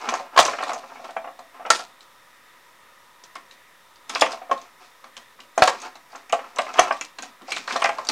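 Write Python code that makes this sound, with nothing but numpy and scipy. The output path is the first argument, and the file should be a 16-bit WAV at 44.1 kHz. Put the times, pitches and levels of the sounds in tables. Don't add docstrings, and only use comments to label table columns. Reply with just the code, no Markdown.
import sys
import numpy as np
from scipy import signal
from scipy.fft import rfft, irfft, next_fast_len
from scipy.io import wavfile
from scipy.ndimage import uniform_filter1d, map_coordinates

SR = 44100
rng = np.random.default_rng(int(sys.argv[2]) if len(sys.argv) > 2 else 0)


def dump(signal):
    limited = np.clip(np.atleast_2d(signal).T, -1, 1)
    pcm = np.round(limited * 32767).astype(np.int16)
    wavfile.write(sys.argv[1], SR, pcm)


def boost_factor(decibels):
    exponent = np.asarray(decibels, float) / 20
    return 10 ** exponent


N = 357651


def unit(x):
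    return x / np.sqrt(np.mean(x ** 2) + 1e-20)


def along(points, hz):
    point_hz, value = np.transpose(points)
    return np.interp(np.log(hz + 1), np.log(point_hz + 1), value)


def filtered(x, response):
    size = next_fast_len(len(x) + 8192)
    hz = np.fft.rfftfreq(size, 1 / SR)
    return irfft(rfft(x, size) * response(hz), size)[:len(x)]


def coloured(x, spectrum):
    return unit(filtered(x, lambda hz: boost_factor(along(spectrum, hz))))


def resonances(humps):
    def response(f):
        return sum((-1) ** k * boost_factor(db) * 1j * f * width / (hz * hz - f * f + 1j * f * width)
                   for k, (hz, width, db) in enumerate(humps))
    return response


def wobble(knots_per_s):
    knots = rng.standard_normal(int(N * knots_per_s / SR) + 4)
    return map_coordinates(knots, [np.arange(N) * knots_per_s / SR])


def ring(modes, t, scatter_db, detune, chatter, tilt_db=0, damping=1, best_hz=1):
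    hz, db, t60_s = np.transpose(modes)[:, :, None]
    strength, shift = rng.standard_normal((2, len(modes), 1))
    jog = rng.standard_normal((len(modes), len(t) // 32 + 1))
    jog = np.repeat(jog, 32, axis=1)[:, :len(t)]
    phase = 2 * np.pi * hz * (1 + detune * shift) * t
    phase = phase + chatter * np.sqrt(hz / 1000) * np.cumsum(jog, axis=1)
    place_db = 6 * np.exp(-(np.log2(hz / best_hz) / 0.16) ** 2)
    level_db = db + scatter_db * strength + tilt_db * np.log2(hz / 1000) + place_db
    level_db = level_db - 60 * t * max(damping, 0.2) / t60_s
    x = np.sum(boost_factor(level_db) * np.sin(phase), axis=0)
    return x / np.abs(x).max()


def add(out, start_s, x):
    out[round(start_s * SR):][:len(x)] += x


def grains(per_s, spread_db):
    chance, size = rng.random((2, N))
    level = boost_factor(-spread_db * np.log(size + 0.034))
    return (chance < per_s / SR) * level * rng.choice([-1, 1], N)


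# (frequency [Hz], width [Hz], relative level [dB])
WHIR_HUMPS = [(537, 41, -6), (978, 61, 1), (1250, 84, 0.3), (1862, 210, -3.5), (3620, 220, -10.5),
              (5500, 480, -20.5)]
# (frequency [Hz], relative density [dB])
HISS_SPECTRUM = [(20, -12), (60, -10.5), (200, -6), (700, -4), (2200, -5), (4500, -12), (9000, -15),
                 (15200, -17.5)]


def whir():
    waver_db, waver_knots_per_s = 1.8, 6.3
    humps = np.zeros(N)
    for hump in WHIR_HUMPS:
        waver = boost_factor(waver_db * wobble(waver_knots_per_s))
        humps += waver * filtered(rng.standard_normal(N), resonances([hump]))
    hiss = coloured(rng.standard_normal(N), HISS_SPECTRUM)
    return boost_factor(-55.0) * unit(humps) + boost_factor(-57.5) * hiss


# (frequency [Hz], t60 [s])
ROOM_DECAY = [(250, 0.17), (1000, 0.25), (4000, 0.18), (10000, 0.13)]


def kitchen(x):
    out, step = np.zeros(N + 2 * SR), SR // 10
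    delay_s = 0.0033
    for start in range(0, N, step):
        hz, t, z = signal.stft(rng.standard_normal(SR // 2), SR, nperseg=256)
        decay = boost_factor(-60 * t / along(ROOM_DECAY, hz)[:, None])
        tail = signal.istft(z * decay, SR, nperseg=256)[1]
        tail = tail / np.linalg.norm(tail)
        add(out, start / SR + delay_s, signal.fftconvolve(x[start:start + step], tail))
    return out[:N]


# (frequency [Hz], relative level [dB], t60 at damping 1 [s])
DRAWER_MODES = [(141, -15.5, 0.079), (257.5, -0.5, 0.33), (388.5, -3.5, 0.051)]
# (time [s], level [dB])
DRAWER_BUMPS = [(.075, -21), (4.099, -35), (4.226, -23), (4.319, -40), (4.515, -25), (5.58, -17),
                (5.753, -32), (6.549, -40), (7.189, -30), (7.231, -36), (7.266, -44), (7.413, -31),
                (7.582, -26), (7.722, -26), (8.091, -22)]


def bumps():
    out, t = np.zeros(N + SR), np.arange(SR // 5) / SR
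    onset = 1 - np.exp(-t / 0.01)
    for start_s, db in DRAWER_BUMPS:
        panels = ring(DRAWER_MODES, t, scatter_db=3.5, detune=0.02, chatter=0.028, damping=1.5)
        add(out, start_s, boost_factor(db) * panels * onset)
    return out[:N]


# (frequency [Hz], relative level [dB], t60 at damping 1 [s])
TRAY_MODES = [(547, -14.5, 0.05), (547.7, -7.5, 0.21), (678.4, -3, 0.18), (734.6, 1.8, 0.096),
              (810.3, -3.5, 0.14), (883, 1, 0.053), (1050.7, 1, 0.075), (1107.4, -4.5, 0.14),
              (1180, -3, 0.083), (1338, 0.5, 0.055), (1560, -6.5, 0.087), (1643, -7, 0.06),
              (1863, -12.5, 0.21), (2012, -13, 0.13), (2192, -10, 0.1), (2396, -12.5, 0.14),
              (2614, -10.5, 0.069), (2886, -12.5, 0.053), (3260, -22, 0.15)]
# (frequency [Hz], relative density [dB])
RASP_SPECTRUM = [(1060, -39), (1800, -10), (2430, 1), (2980, -10), (3830, -6), (5600, -6.5), (7710, -15),
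                 (15000, -51)]
# (start [s], hold [s], tray rumble level [dB], rasp level [dB])
HAND_STROKES = [(0.0, 0.19, -32, -46), (.345, .03, -38.5, -57.5), (0.455, 0.24, -36, -45),
                (0.798, 0.3, -48.5, -57), (1.545, .2, -51.5, -67), (4.114, 0.21, -34.5, -43.5),
                (4.525, 0.12, -49, -57), (4.816, 0.046, -55, -56.5), (5.6, .16, -41, -48.5),
                (5.792, 0.068, -47, -51), (6.111, 0.081, -50.5, -58), (6.4, .1, -48, -57),
                (6.61, 0.2, -40, -49.5), (6.786, 0.019, -26.5, -39), (6.878, 0.1, -46, -51),
                (7.194, 0.068, -56, -53.5), (7.489, .1, -50, -41.5), (7.7, .04, -31.5, -36),
                (7.799, 0.48, -41.5, -53)]
RISE_DB_PER_S, FALL_DB_PER_S = 596, 200.5


def slide():
    at = np.arange(N) / SR
    rumble, rasp = np.zeros((2, N))
    for start_s, hold_s, rumble_db, rasp_db in HAND_STROKES:
        rise_db = RISE_DB_PER_S * np.clip(start_s - at, 0, 1)
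        fall_db = FALL_DB_PER_S * np.clip(at - start_s - hold_s, 0, 1)
        push = boost_factor(-rise_db - fall_db)
        rumble += boost_factor(rumble_db) * push
        rasp += boost_factor(rasp_db) * push
    lumpy_db = 4.5
    slips = grains(600, spread_db=4.0) * boost_factor(lumpy_db * wobble(30))
    modes = TRAY_MODES + DRAWER_MODES[1:]
    walls = resonances([(hz, 4.0 / t60_s, db) for hz, db, t60_s in modes])
    treble = coloured(slips + grains(3300, spread_db=5.0), RASP_SPECTRUM)
    return rumble * unit(filtered(slips, walls)) + rasp * treble


# (frequency [Hz], relative level [dB], t60 [s])
ROD_MODES = [(3510, -2.5, 0.078), (5140, 0.5, 0.071), (6980, -4.5, 0.067), (8960, -13, 0.098),
             (11100, -19.5, 0.089)]
# (time [s], level [dB])
ROD_STRIKES = [(1.705, -16.5), (1.732, -28), (1.767, -27), (4.096, -25), (4.21, -10), (4.322, -41.5)]


def rod():
    out, t = np.zeros(N + SR), np.arange(SR // 5) / SR
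    for start_s, db in ROD_STRIKES:
        add(out, start_s, boost_factor(db) * ring(ROD_MODES, t, scatter_db=6.0, detune=0.0052, chatter=0.009))
    return out[:N]


# (frequency [Hz], relative level [dB])
CLICK_SPECTRUM = [(1060, -4), (1800, -10), (2270, -8), (3250, -5), (4220, -5.5), (5670, -7.5), (6490, -8),
                  (7030, -10), (7830, -12), (13700, -34), (15300, -67.5)]
# (time [s], level [dB], pitch [Hz])
STICK_CLICKS = [(0.089, -15.5, 6000), (0.139, -19, 6270), (0.193, -36, 4500), (0.364, -18, 3070),
                (0.376, -8, 4100), (0.389, -3, 3380), (0.43, -18, 6500), (0.451, -12.5, 6070),
                (0.477, -18.5, 6040), (0.626, -25.5, 4160), (0.6364, -20.5, 3800), (0.681, -30.5, 4140),
                (0.694, -25.5, 3680), (0.733, -23, 6700), (0.745, -28.5, 6300), (1.044, -37, 3360),
                (1.081, -45, 4560), (1.1074, -37.5, 3840), (1.168, -35.5, 3200), (1.392, -36, 4040),
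                (1.662, -33, 2960), (1.703, -1.5, 6720), (1.735, -17, 5200), (1.7935, -23.5, 4700),
                (2.0072, -35, 4000), (3.2373, -32.5, 5800), (3.3546, -27, 3570), (3.5112, -35.5, 3850),
                (3.9574, -44, 4690), (4.095, -19.5, 6600), (4.15, -12, 4840), (4.196, -21, 3120),
                (4.213, -8, 5100), (4.3086, -34, 5630), (4.318, -26.5, 5000), (4.513, -24, 3040),
                (4.577, -35, 3710), (4.615, -35, 6100), (5.0429, -39.5, 4350), (5.1672, -25.5, 3200),
                (5.403, -33.5, 2900), (5.578, -17, 6580), (5.621, -5, 4300), (5.6746, -10, 3980),
                (5.801, -35, 6300), (5.818, -28.5, 6500), (5.9546, -35, 4050), (6.121, -44, 4760),
                (6.157, -33.5, 6340), (6.2956, -33, 6620), (6.3248, -15, 2975), (6.561, -26, 6070),
                (6.5855, -15, 3830), (6.739, -28, 5900), (6.794, -3, 6100), (6.9241, -27, 5100),
                (6.968, -33, 3160), (7.011, -16.5, 6830), (7.1863, -28, 4240), (7.223, -24, 6730),
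                (7.419, -36.5, 3060), (7.487, -45, 4640), (7.5054, -25, 4980), (7.5205, -18, 4100),
                (7.564, -18.5, 3920), (7.6764, -24, 4200), (7.704, -29, 3200), (7.724, -22.5, 3230),
                (7.762, -15.5, 3700), (7.82, -17, 3070), (7.8416, -11, 5110), (7.8525, -29, 4460),
                (7.891, -26.5, 3010), (7.984, -30, 4270), (8.05, -31, 5960), (8.07, -23.5, 4750),
                (8.088, -9, 4500)]
CRACK_T60_S, SPIKE, SPIKE_S = 0.049, 1.4, 0.0015
PING_DB, PING_LOSS, PING_T60_S = -18.5, 0.24, 0.04


def clicks():
    out, jolt, t = np.zeros(N + SR), np.zeros(N + SR), np.arange(SR // 5) / SR
    sharp, pitch_db, side_db = 0.13, 9, 3
    for start_s, db, hz in STICK_CLICKS:
        noise, grit = rng.standard_normal((2, len(t)))
        spike = 1 + SPIKE * np.exp(-t / SPIKE_S)
        crack = noise * boost_factor(1.9 * grit - 60 * t / CRACK_T60_S) * (1 - np.exp(-t / 0.0002)) * spike
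        others = [(c, sharp * c, side_db) for c in rng.uniform(2500, 10600, size=2)]
        pair = resonances([(hz, sharp * hz, pitch_db)] + others)
        crack = filtered(crack, lambda f: boost_factor(along(CLICK_SPECTRUM, f)) * (1 + pair(f)))
        ping = ring([(hz, 0, PING_T60_S)], t, scatter_db=0, detune=0, chatter=0.0092, best_hz=hz)
        ping = boost_factor(PING_DB - PING_LOSS * db) * ping
        add(out, start_s, boost_factor(db) * (crack / np.abs(crack).max() + ping))
        add(jolt, start_s, boost_factor(db - 19.5 - 60 * t / 0.21) * (1 - np.exp(-t / 0.0037)))
    rattle = coloured(grains(1200, spread_db=5.5) * boost_factor(4 * wobble(70)), CLICK_SPECTRUM)
    return out[:N] + jolt[:N] * rattle


def burst(t60_s, per_s, first):
    t = np.arange(SR // 8) / SR
    chance, size = rng.random((2, len(t)))
    x = (chance < per_s / SR) * (2 * size - 1) * boost_factor(-60 * t / t60_s)
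    x[0] = first
    return x / np.linalg.norm(x)


# (time [s], level [dB], hardness [dB/octave], best-driven frequency [Hz])
TRAY_KNOCKS = [(0.073, -14, 2, 689), (0.087, -4, 9, 1180), (0.124, -9, -5, 755), (0.138, -7, 2, 750),
               (0.197, -16.5, -5, 770), (0.362, -4.5, -0.5, 1030), (0.375, 7.5, 3, 1070),
               (0.39, 9.5, -0.5, 657), (0.427, -10, 14, 781), (0.455, -5, 1, 1080),
               (0.482, -2.5, -0.5, 1120), (0.533, -9.5, 1, 690), (0.586, -10.5, 4.5, 1390),
               (0.605, -12.5, 3, 730), (0.628, -7.5, 2, 1070), (0.669, -14, -4, 1110),
               (0.692, -12, 1.5, 689), (0.716, -10, 1.5, 1040), (0.733, -14, 0, 729),
               (0.755, -21, -2.5, 710), (0.833, -23, -2.5, 1180), (0.916, -25, -4, 880),
               (0.956, -23.5, 0.5, 786), (0.994, -27.5, -6.5, 700), (1.041, -24, -0.5, 660),
               (1.09, -21, -1, 1530), (1.165, -8, 1.5, 680), (1.243, -19, -2, 680),
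               (1.273, -20.5, -2.5, 670), (1.39, -26.5, -1.5, 737), (1.596, -24, -2, 740),
               (1.651, -13, 1.8, 1350), (1.664, -18, -1.5, 745), (1.703, 8.5, 4, 1330),
               (1.795, -18.5, -1.5, 743), (3.355, -17.5, 6.5, 1340), (3.511, -41, 12.5, 1870),
               (4.097, -13, 9.5, 860), (4.156, -2, 7.5, 1120), (4.22, 8, 1.7, 650),
               (4.261, -10, 10.5, 1120), (4.332, -16.5, -1.5, 676), (4.416, -23.5, 0.5, 711),
               (4.495, -19.5, -4, 650), (4.513, -0.5, -2.5, 1060), (5.04, -27, 2.5, 1260),
               (5.169, -29, 7, 1050), (5.389, -30, 5.5, 1040), (5.577, -0.5, -2, 720),
               (5.621, 12, 2.8, 694), (5.676, 4.5, 0.5, 1030), (5.954, -29, 1, 830),
               (6.129, -29, -0.5, 705), (6.149, -20.5, 2, 1250), (6.297, -22, 6, 2370),
               (6.329, 1.5, -2.2, 710), (6.39, -16, 0.5, 1090), (6.441, -25.5, 2.5, 1290),
               (6.568, -17.5, 0.5, 1090), (6.588, 1.5, 4, 662), (6.665, -20, 5, 757), (6.74, -17, 6.5, 697),
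               (6.785, -1, 14, 1300), (6.791, 10.5, 2.9, 700), (6.863, -27, -4, 740), (6.908, -0.5, 4, 685),
               (7.011, -13, 10.5, 2350), (7.185, -18, 8, 1650), (7.227, -21, 2, 1660),
               (7.41, -33.5, -1, 1380), (7.483, -21.5, -5, 786), (7.518, -7.5, 11, 2380),
               (7.567, -10, 9.5, 2480), (7.678, -6, 3.5, 1400), (7.706, -8.5, 6.5, 1670),
               (7.758, -3, -0.5, 630), (7.821, -0.5, 7, 1120), (7.844, 2.5, 6, 746),
               (7.857, -1.5, 4.5, 1690), (7.891, -4.5, 1.3, 680), (7.985, -12, -0.7, 1060),
               (8.093, -7.5, 4.5, 1000)]
DAMPING, DAMPING_PER_DB = 1.4, 0.0262
DAMPING_PER_HARDNESS = 0.035
THUD_DB, THUD_LOSS = -35.5, 0.6


def knocks():
    out, t = np.zeros(N + SR), np.arange(SR // 6) / SR
    slap = (1 - np.exp(-t / 0.0015)) * (1 + 0.82 * np.exp(-t / 0.0045))
    for start_s, db, hard_db, hz in TRAY_KNOCKS:
        damping = DAMPING + DAMPING_PER_DB * db + DAMPING_PER_HARDNESS * hard_db
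        tray = ring(TRAY_MODES, t, scatter_db=2.5, detune=0.011, chatter=0.011,
                    tilt_db=hard_db, damping=damping, best_hz=hz)
        thud = ring(DRAWER_MODES, t, scatter_db=0.5, detune=0.026, chatter=0.028)
        thud = boost_factor(THUD_DB - THUD_LOSS * db) * thud * (1 - np.exp(-t / 0.003))
        contacts = burst(t60_s=0.06, per_s=210, first=3)
        add(out, start_s, boost_factor(db) * signal.fftconvolve(tray * slap + thud, contacts))
    return out[:N]


def scene():
    sources = bumps() + slide() + rod() + clicks() + knocks()
    tray = filtered(sources, lambda hz: (1j * hz / (1j * hz + 170)) ** 4)
    mono = whir() + boost_factor(-9.5) * kitchen(tray) + tray
    return np.array([mono, mono])


# (frequency [Hz], relative density [dB])
GATED_NOISE_SPECTRUM = [(18, -39.5), (30, -10.5), (123, -12.5), (290, 3.5), (516, -5), (5130, -3),
                        (9100, -4), (15300, -43.5)]


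def gated_noise(mono):
    loudness = np.sqrt(np.abs(uniform_filter1d(mono ** 2, size=2048)))
    gate = wobble(14) > 0.3
    return boost_factor(-41.5) * loudness ** 0.67 * gate * coloured(rng.standard_normal(N), GATED_NOISE_SPECTRUM)


def top_cut(x):
    return signal.sosfilt(signal.butter(12, 15490, fs=SR, output="sos"), x)


def record(dry):
    clipped = np.clip(dry[0], -1, 1) - 0.0006
    mix = clipped + gated_noise(clipped) * [[1], [-1]]
    return top_cut(mix)


dry = scene()
out = record(dry)
dump(out)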